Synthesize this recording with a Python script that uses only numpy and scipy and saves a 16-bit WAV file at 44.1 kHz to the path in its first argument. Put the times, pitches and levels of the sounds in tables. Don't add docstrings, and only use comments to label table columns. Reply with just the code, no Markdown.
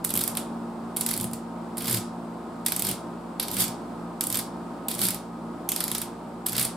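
import sys
import numpy as np
from scipy import signal
from scipy.fft import rfft, irfft, next_fast_len
from scipy.io import wavfile
from scipy.ndimage import uniform_filter1d, map_coordinates

SR = 44100
rng = np.random.default_rng(int(sys.argv[2]) if len(sys.argv) > 2 else 0)


def waveform_to_disk(signal):
    frames = np.transpose(np.atleast_2d(signal))
    scaled = np.clip(frames, -1, 1) * 32767
    samples = np.round(scaled).astype(np.int16)
    wavfile.write(sys.argv[1], SR, samples)


def nominal_scale(level):
    x = np.asarray(level, float) / 20
    return 10 ** x


N = 298116


def unit(x):
    return x / np.sqrt(np.mean(x ** 2) + 1e-20)


def along(points, hz):
    f, value = np.transpose(points)
    return np.interp(np.log(hz + 1), np.log(f + 1), value)


def wobble(rate):
    coarse = np.arange(0, N + 64, 64)
    knots = rng.standard_normal(int(N * 40 / SR))
    curve = map_coordinates(knots, [coarse * min(rate, 30) / SR])
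    return np.interp(np.arange(N), coarse, curve)


def filtered(x, response):
    m = next_fast_len(N + SR // 2)
    hz = np.fft.rfftfreq(m, 1 / SR)
    return irfft(rfft(x, m) * response(hz), m)[..., :N]


def modes(table, scatter_db=0):
    gains = nominal_scale(np.transpose(table)[2] + scatter_db * rng.standard_normal(len(table)))

    def response(hz):
        total = 0
        for k, (centre, width, _) in enumerate(table):
            damping = 1j * hz * width
            total = total + (-1) ** k * gains[k] * damping / (centre ** 2 - hz ** 2 + damping)
        return total

    return response


SHAFT_HZ = 57.74
# multiple, level_db
HUM = [(1, -58.5), (2.06, -57), (3, -44), (4, -41), (5, -57.5), (6, -48.5), (7, -57.5), (8, -57), (9, -64),
       (11, -57.5), (13, -60), (16, -53.5), (18, -57), (21.8, -57)]
# time_s, level_db
FOURTH = [
    (0.0, -44),
    (0.43, -39.5),
    (2.01, -41.5),
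    (2.65, -44),
    (5.08, -44),
    (5.55, -42.5),
    (5.78, -47),
    (6.76, -44),
]


def motor():
    t = np.arange(N) / SR
    lines = []
    for k, db in HUM:
        strength = nominal_scale(db + 2.0 + (1.37 + 0.078 * k) * wobble(12))
        drift = 0.037 * k * wobble(8) + 0.0034 * k * k * wobble(25)
        start_phase = 7 * rng.random()
        lines.append(strength * np.sin(2 * np.pi * SHAFT_HZ * k * t + drift + start_phase))
    s, db = np.transpose(FOURTH)
    lines[3] = lines[3] * nominal_scale(np.interp(t, s, db - np.mean(db)))
    return sum(lines) * nominal_scale([[-.3], [.3]])


AIR_DB = -35
# pitch_hz, level_db (per Hz)
AIR = [(30, -30), (90, -15.5), (130, -12), (200, -2), (300, 0.5), (430, -9), (800, -5.5), (1300, -13),
       (1500, -18), (1800, -25.5), (2800, -31), (4800, -33), (6300, -39.5), (8000, -33.5), (15500, -47.5)]
# pitch_hz, likeness (0 to 1)
ALIKE = [(60, 0.43), (130, 0.99), (290, 0.9), (640, 0.75), (1410, 0.56), (3100, 0.42), (6820, 0.33),
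         (15000, 0.04)]


def air():
    def shared_and_opposed(hz):
        angle = np.arccos(np.clip(along(ALIKE, hz), -1, 1)) / 2
        return nominal_scale(along(AIR, hz)) * [np.cos(angle), np.sin(angle)]

    shared, opposed = filtered(rng.standard_normal((2, N)), shared_and_opposed)
    level = nominal_scale(AIR_DB - 4 + 0.67 * wobble(3.05))
    return level * unit(np.array([shared + opposed, shared - opposed]))


# time_s (when the ball lands), level_db,
# lead_in_ms (slip before the landing), chatter_ms
TURN_1 = [(0.0487, -14, 3.8, 1.4), (0.0931, -24.0, 1.5, 1.9), (0.1048, -21, 1.8, 4.3),
          (0.1394, -15.5, 1.5, 1.9), (0.1537, -21, 1.3, 6.9), (0.1634, -16, 1.3, 1.0),
          (0.175, -11, 0.69, 1.7), (0.1919, -22, 1.5, 3.3), (0.2102, -21, 2.8, 7.0),
          (0.2147, -24, 3.9, 2.3), (0.2318, -28, 1.9, 1.1), (0.2383, -15.5, 1.4, 2),
          (0.2647, -36, 2.7, 6.3), (0.2779, -15, 1.5, 2.2), (0.3165, -45, 2.7, 5.7),
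          (0.3525, -27, 1.7, 1.3), (0.372, -17.5, 1.8, 3.2)]
TURN_2 = [(0.9651, -22.5, 1.7, 2.2), (0.969, -16.0, 1.0, 3.8), (0.9997, -34, 3.1, 6.7),
          (1.0104, -16.5, 1.7, 4.1), (1.0644, -15, 2.1, 2.1), (1.09, -20.0, 2.9, 3.6),
          (1.1088, -21, 0.87, 1.2), (1.1132, -18.0, 2.7, 1.7), (1.1332, -25, 1.7, 3.4),
          (1.139, -18, 0.9, 1.4), (1.1656, -27, 3.4, 4.1), (1.1768, -19.5, 1.5, 2), (1.2001, -24, 1, 1.8),
          (1.211, -19.5, 1, 2.7), (1.2309, -28.5, 1.3, 2.1), (1.2429, -19, 0.8, 1.6),
          (1.313, -39, 1.2, 3.6), (1.3336, -25.5, 0.9, 3.5)]
TURN_3 = [(1.7715, -29, 2, 3.6), (1.7805, -23.5, 0.9, 5.8), (1.8086, -33, 3.8, 6.2),
          (1.8222, -30, 3.9, 5.0), (1.8446, -30, 2.7, 5.7), (1.8567, -26.5, 1.2, 4.6),
          (1.874, -24.5, 4.5, 1.0), (1.8802, -22.5, 1.9, 8), (1.8981, -21.5, 3.3, 5.6),
          (1.9107, -19.5, 1.3, 6.7), (1.929, -19, 5.0, 3.2), (1.9464, -18.5, 5, 2.3),
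          (1.9725, -24, 2.3, 2.6)]
TURN_4 = [(2.6513, -45, 2.8, 5.1), (2.6638, -11.5, 1.8, 2.2), (2.684, -19, 0.7, 2.6),
          (2.7213, -13, 0.9, 1.4), (2.751, -38, 3.1, 4.1), (2.764, -17, 1.6, 3), (2.7948, -18, 1.1, 4.1),
          (2.8077, -33, 3.1, 1.0), (2.8224, -15, 0.9, 2), (2.85, -23.5, 5, 7.0), (2.869, -19.5, 1.4, 3.4),
          (2.8892, -20.5, 2.4, 6.9), (2.9133, -20, 1.2, 3)]
TURN_5 = [(3.3993, -14.5, 1.6, 1.5), (3.4297, -25, 5.4, 6.3), (3.476, -37, 3.1, 1.0),
          (3.483, -25, 1.0, 3.3), (3.5046, -36, 2.2, 5.7), (3.5148, -21, 1.3, 1.6), (3.5333, -35, 3.3, 6.5),
          (3.5376, -34, 2.9, 1.9), (3.5421, -28, 3.5, 6.2), (3.5616, -38, 3.1, 1.0),
          (3.5677, -23, 1.8, 4.6), (3.5874, -26, 3.1, 3.6), (3.6056, -21, 3.9, 1.5),
          (3.6217, -23.5, 3.8, 5.8), (3.6423, -23.5, 4, 3.0), (3.6807, -25, 0.8, 1.3)]
TURN_6 = [
    (4.2094, -12, 0.9, 1.6),
    (4.2389, -19, 1.1, 3.8),
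    (4.27, -16.5, 1.4, 1.8),
    (4.3022, -19, 1.9, 2.1),
    (4.3166, -32, 3.1, 6.4),
    (4.3263, -18.5, 0.95, 3.2),
    (4.3446, -19, 1.2, 3.3),
    (4.3564, -20.5, 5.0, 2.9),
    (4.372, -16.5, 1.2, 2.8),
    (4.3899, -20, 0.92, 5.5),
]
TURN_7 = [(4.8847, -15.5, 1.2, 2.2), (4.9085, -27, 3.4, 1.0), (4.9142, -22.5, 2.8, 3.9),
          (4.939, -34, 2.6, 1.0), (4.9426, -27, 3.1, 1.0), (4.9503, -25.5, 1.2, 4.2),
          (4.9839, -32, 3.1, 3.0), (4.992, -20, 1.4, 1.1), (5.0168, -15, 1.3, 1.7), (5.0364, -20, 4.3, 3.1),
          (5.0539, -17.5, 3.4, 2.5), (5.069, -21.5, 5.4, 5.2), (5.0863, -14.5, 0.9, 2.4),
          (5.106, -20, 1.2, 3.4), (5.146, -24.5, 1.5, 2.6)]
TURN_8 = [(5.6903, -14.0, 1.3, 2.7), (5.719, -15.5, 1.4, 2.8), (5.7628, -15.5, 1.3, 1.6),
          (5.8045, -17.5, 0.8, 4.5), (5.829, -43, 3.1, 5.9), (5.8404, -14.5, 1.7, 1.2),
          (5.8804, -20, 0.9, 2.2), (5.9045, -35, 2.8, 0.89), (5.916, -15.5, 1, 1.6),
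          (5.9497, -19.5, 1.3, 3.7), (5.9823, -21, 1.9, 3.1), (6.017, -21, 1.4, 3.9)]
TURN_9 = [(6.4658, -14, 3.3, 1.6), (6.4871, -26, 3.1, 1.0), (6.4956, -23.5, 3.5, 1.2),
          (6.522, -26.5, 1.3, 3.9), (6.5309, -22.5, 1.2, 3.1), (6.5537, -30, 4.2, 6.2),
          (6.5659, -17, 0.84, 1.7), (6.581, -17, 1.5, 4.1), (6.5951, -17, 1.0, 6.4),
          (6.6137, -18.5, 5.0, 3.1), (6.6278, -20, 4.4, 5), (6.651, -18.5, 3.8, 4.4)]
TURNS = [TURN_1, TURN_2, TURN_3, TURN_4, TURN_5, TURN_6, TURN_7, TURN_8, TURN_9]
# time_s, rocking_db, boom_db, scrape_db, panel_freedom_db (how freely it rings)
TWISTS = [
    (.16, -40, -37.5, -46, -2.5),
    (1.24, -36.5, -37, -56, -2),
    (1.94, -40, -34.5, -31, 1),
    (2.9, -39, -35, -33.5, 0.1),
    (3.6, -39, -34.5, -28, 2),
    (4.35, -44, -49, -37, -0.7),
    (5.05, -43, -33, -24.5, .3),
    (5.93, -49, -49, -38, 1),
    (6.6, -35, -42, -42, -0.2),
]


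def snaps():
    return np.array([(*row, twist[-1]) for rows, twist in zip(TURNS, TWISTS) for row in rows])


# pitch_hz, width_hz, level_db
SPRING = [(7670, 2070, -4.5), (9900, 2580, 0.5), (12220, 2000, 0.5), (14800, 1100, -6.5)]
# pitch_hz, width_hz, level_db
PANEL = [(1355, 510, -6), (2240, 590, -4), (3420, 870, -1), (4670, 1000, 2), (5690, 2200, -6)]
PANEL_DB, PANEL_FOLLOWS, PANEL_SCATTER_DB = -30.5, 0.81, 3


def switch():
    t = np.arange(-400, 1136) / SR
    hz = np.fft.rfftfreq(len(t), 1 / SR)
    landing = np.exp(-(t / .00035) ** 2)
    out = np.zeros((3, N + SR))
    for s, db, lead_ms, chatter_ms, free_db in snaps():
        hits = rng.standard_normal((3, len(t))) * nominal_scale(3 * rng.standard_normal(len(t)))
        slip = np.clip(1 + 1000 * t / np.maximum(2.18 * lead_ms - .4, .2), 0, 1) ** 1.7
        chatter = slip * nominal_scale(-9000 * np.maximum(t, 0) / chatter_ms)
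        force = .8 * chatter + .55 * landing
        spring = force * (0.89 * hits[0] + .5 * hits[1:])
        panel = force ** 0.43 * (0.68 * hits[0, ::-1] + 0.3 * hits[1:, ::-1])
        panel_db = PANEL_DB + free_db + PANEL_FOLLOWS * (db + 20)
        panel_db += PANEL_SCATTER_DB * rng.standard_normal()
        start = round(s * SR)
        for part, table, level_db in ((spring, SPRING, db - 2.5), (panel, PANEL, panel_db)):
            struck = rfft([*part, t == 0])
            ring = irfft(struck * modes(table, scatter_db=1.5)(hz))
            ring = np.array([*unit(ring[:2]), unit(ring[2])])
            strength = nominal_scale(level_db) * np.sqrt(np.mean(chatter ** 2))
            out[:, start:start + len(t)] += strength * ring
    return out[:, 400:N + 400]


# rocking, boom, scrape
# build-up towards the twist (dB per s)
BUILD_DB_PER_S = [145, 174, 150]
EASE_DB_PER_S = [113, 200, 198]
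HELD_DB = [-53, -54.5, -55]
LET_GO_S = [0.085, .08, 0.062]
GRIP_S = .015


def turning(column):
    t = np.arange(N) / SR
    gain = np.zeros(N)
    for rows, (s, *top_db) in zip(TURNS, TWISTS):
        since_grip = t - rows[0][0] + GRIP_S
        until_release = rows[-1][0] + LET_GO_S[column] - t
        fade = np.clip(np.minimum(since_grip, until_release) / 0.054, 0, 1)
        loss_db = np.maximum(BUILD_DB_PER_S[column] * (s - t), EASE_DB_PER_S[column] * (t - s))
        gain += fade * (nominal_scale(top_db[column] - loss_db) + nominal_scale(HELD_DB[column]))
    return gain


def scrape():
    grit = unit(rng.standard_normal((3, N)) * nominal_scale(2.7 * rng.standard_normal(N)))
    rub = turning(column=2) * nominal_scale(5.4 * wobble(30)) * grit
    return filtered(rub, lambda hz: modes(SPRING)(hz) + .5 * modes(PANEL)(hz))


# pitch_hz, fade_s
SHOP = [(500, 0.36), (2500, 0.32), (6000, 0.34), (10000, 0.25), (13000, 0.15), (16000, 0.21)]


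def shop(x):
    hop = 1764
    out = np.zeros((2, N + SR))
    hz, t, z = signal.stft(rng.standard_normal((8, 2, SR // 2)), SR, nperseg=256)
    fade = nominal_scale(-60 * t / along(SHOP, hz)[:, None])
    tails = signal.istft(z * fade, SR, nperseg=256)[1]
    tails = tails * (1 - np.exp(-np.arange(tails.shape[2]) / SR / 0.00067))
    for k, start in enumerate(range(0, N, hop)):
        wet = signal.fftconvolve(x[None, start:start + hop], tails[k % 8], axes=1)
        out[:, start:start + wet.shape[1]] += wet
    return out[:, :N] / np.linalg.norm(tails[0, 0])


def even(x):
    return x / np.sqrt(np.abs(uniform_filter1d(x ** 2, size=3500)) + 1e-12)


# pitch_hz, width_hz, level_db
ROCK = [(50.4, 40, -15), (81.4, 11, -11), (119.5, 15.3, 2.5), (145, 32, -6.5)]
# pitch_hz, width_hz, level_db
BOOM = [(190.5, 8.7, 6), (360, 20.5, -6.5), (452, 83, -15.5), (710, 170, -33)]


def chassis():
    kicks = np.zeros(N)
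    s, db = snaps().T[:2]
    kicks[np.round(s * SR).astype(int)] = nominal_scale(0.34 * db)
    rock = even(filtered(kicks, modes(ROCK)))
    boom = even(filtered(kicks, modes(BOOM)))
    shake = even(filtered(rng.standard_normal(N), modes(ROCK)))
    tripod = 0.22 * np.outer([1, -1], shake)
    return nominal_scale(-3.0) * turning(column=0) * (rock + tripod) + nominal_scale(0.5) * turning(column=1) * boom


GLIDE_S, GLIDE_DB, GLIDE_HZ, GLIDE_SAG_HZ_PER_S = 1.945, -31, 119.4, 210
GLIDE_RISE_S, GLIDE_FALL_S = 0.04, 0.061


def glide():
    t = np.arange(N) / SR - GLIDE_S
    swell = np.exp(-(t / np.where(t < 0, GLIDE_RISE_S, GLIDE_FALL_S)) ** 2)
    cycles = GLIDE_HZ * t - GLIDE_SAG_HZ_PER_S * t * t / 2
    return nominal_scale(GLIDE_DB) * swell * np.sin(2 * np.pi * cycles)


# pitch_hz, left_minus_right_db
PORTS = [(3000, -1), (6000, 0), (9000, -2), (15000, -4)]
HOUSING_HZ, HOUSING_WIDTH_HZ, HOUSING_DB = 6370, 460, -1


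def scene():
    background = motor() + air()
    clicks = switch() + scrape()
    echo = shop(clicks[2])
    echo = echo + filtered(echo[::-1], lambda hz: 0.62 / (1 + (hz / 4000) ** 2))
    near = clicks[:2] + nominal_scale(-3.5) * echo
    near = filtered(near, lambda hz: nominal_scale(np.outer([.5, -.5], along(PORTS, hz))))
    near = filtered(near, lambda hz: nominal_scale(HOUSING_DB * np.exp(-((hz - HOUSING_HZ) / HOUSING_WIDTH_HZ) ** 2)))
    return background + near + chassis() + glide()


def roll_off(x):
    return signal.sosfilt(signal.butter(12, 16640, fs=SR, output="sos"), x)


TOP_HZ = 15850


def record(dry):
    mix = filtered(dry, lambda hz: 1 / (1 + (hz / TOP_HZ) ** 120))
    return roll_off(mix)


dry = scene()
out = record(dry)
waveform_to_disk(out)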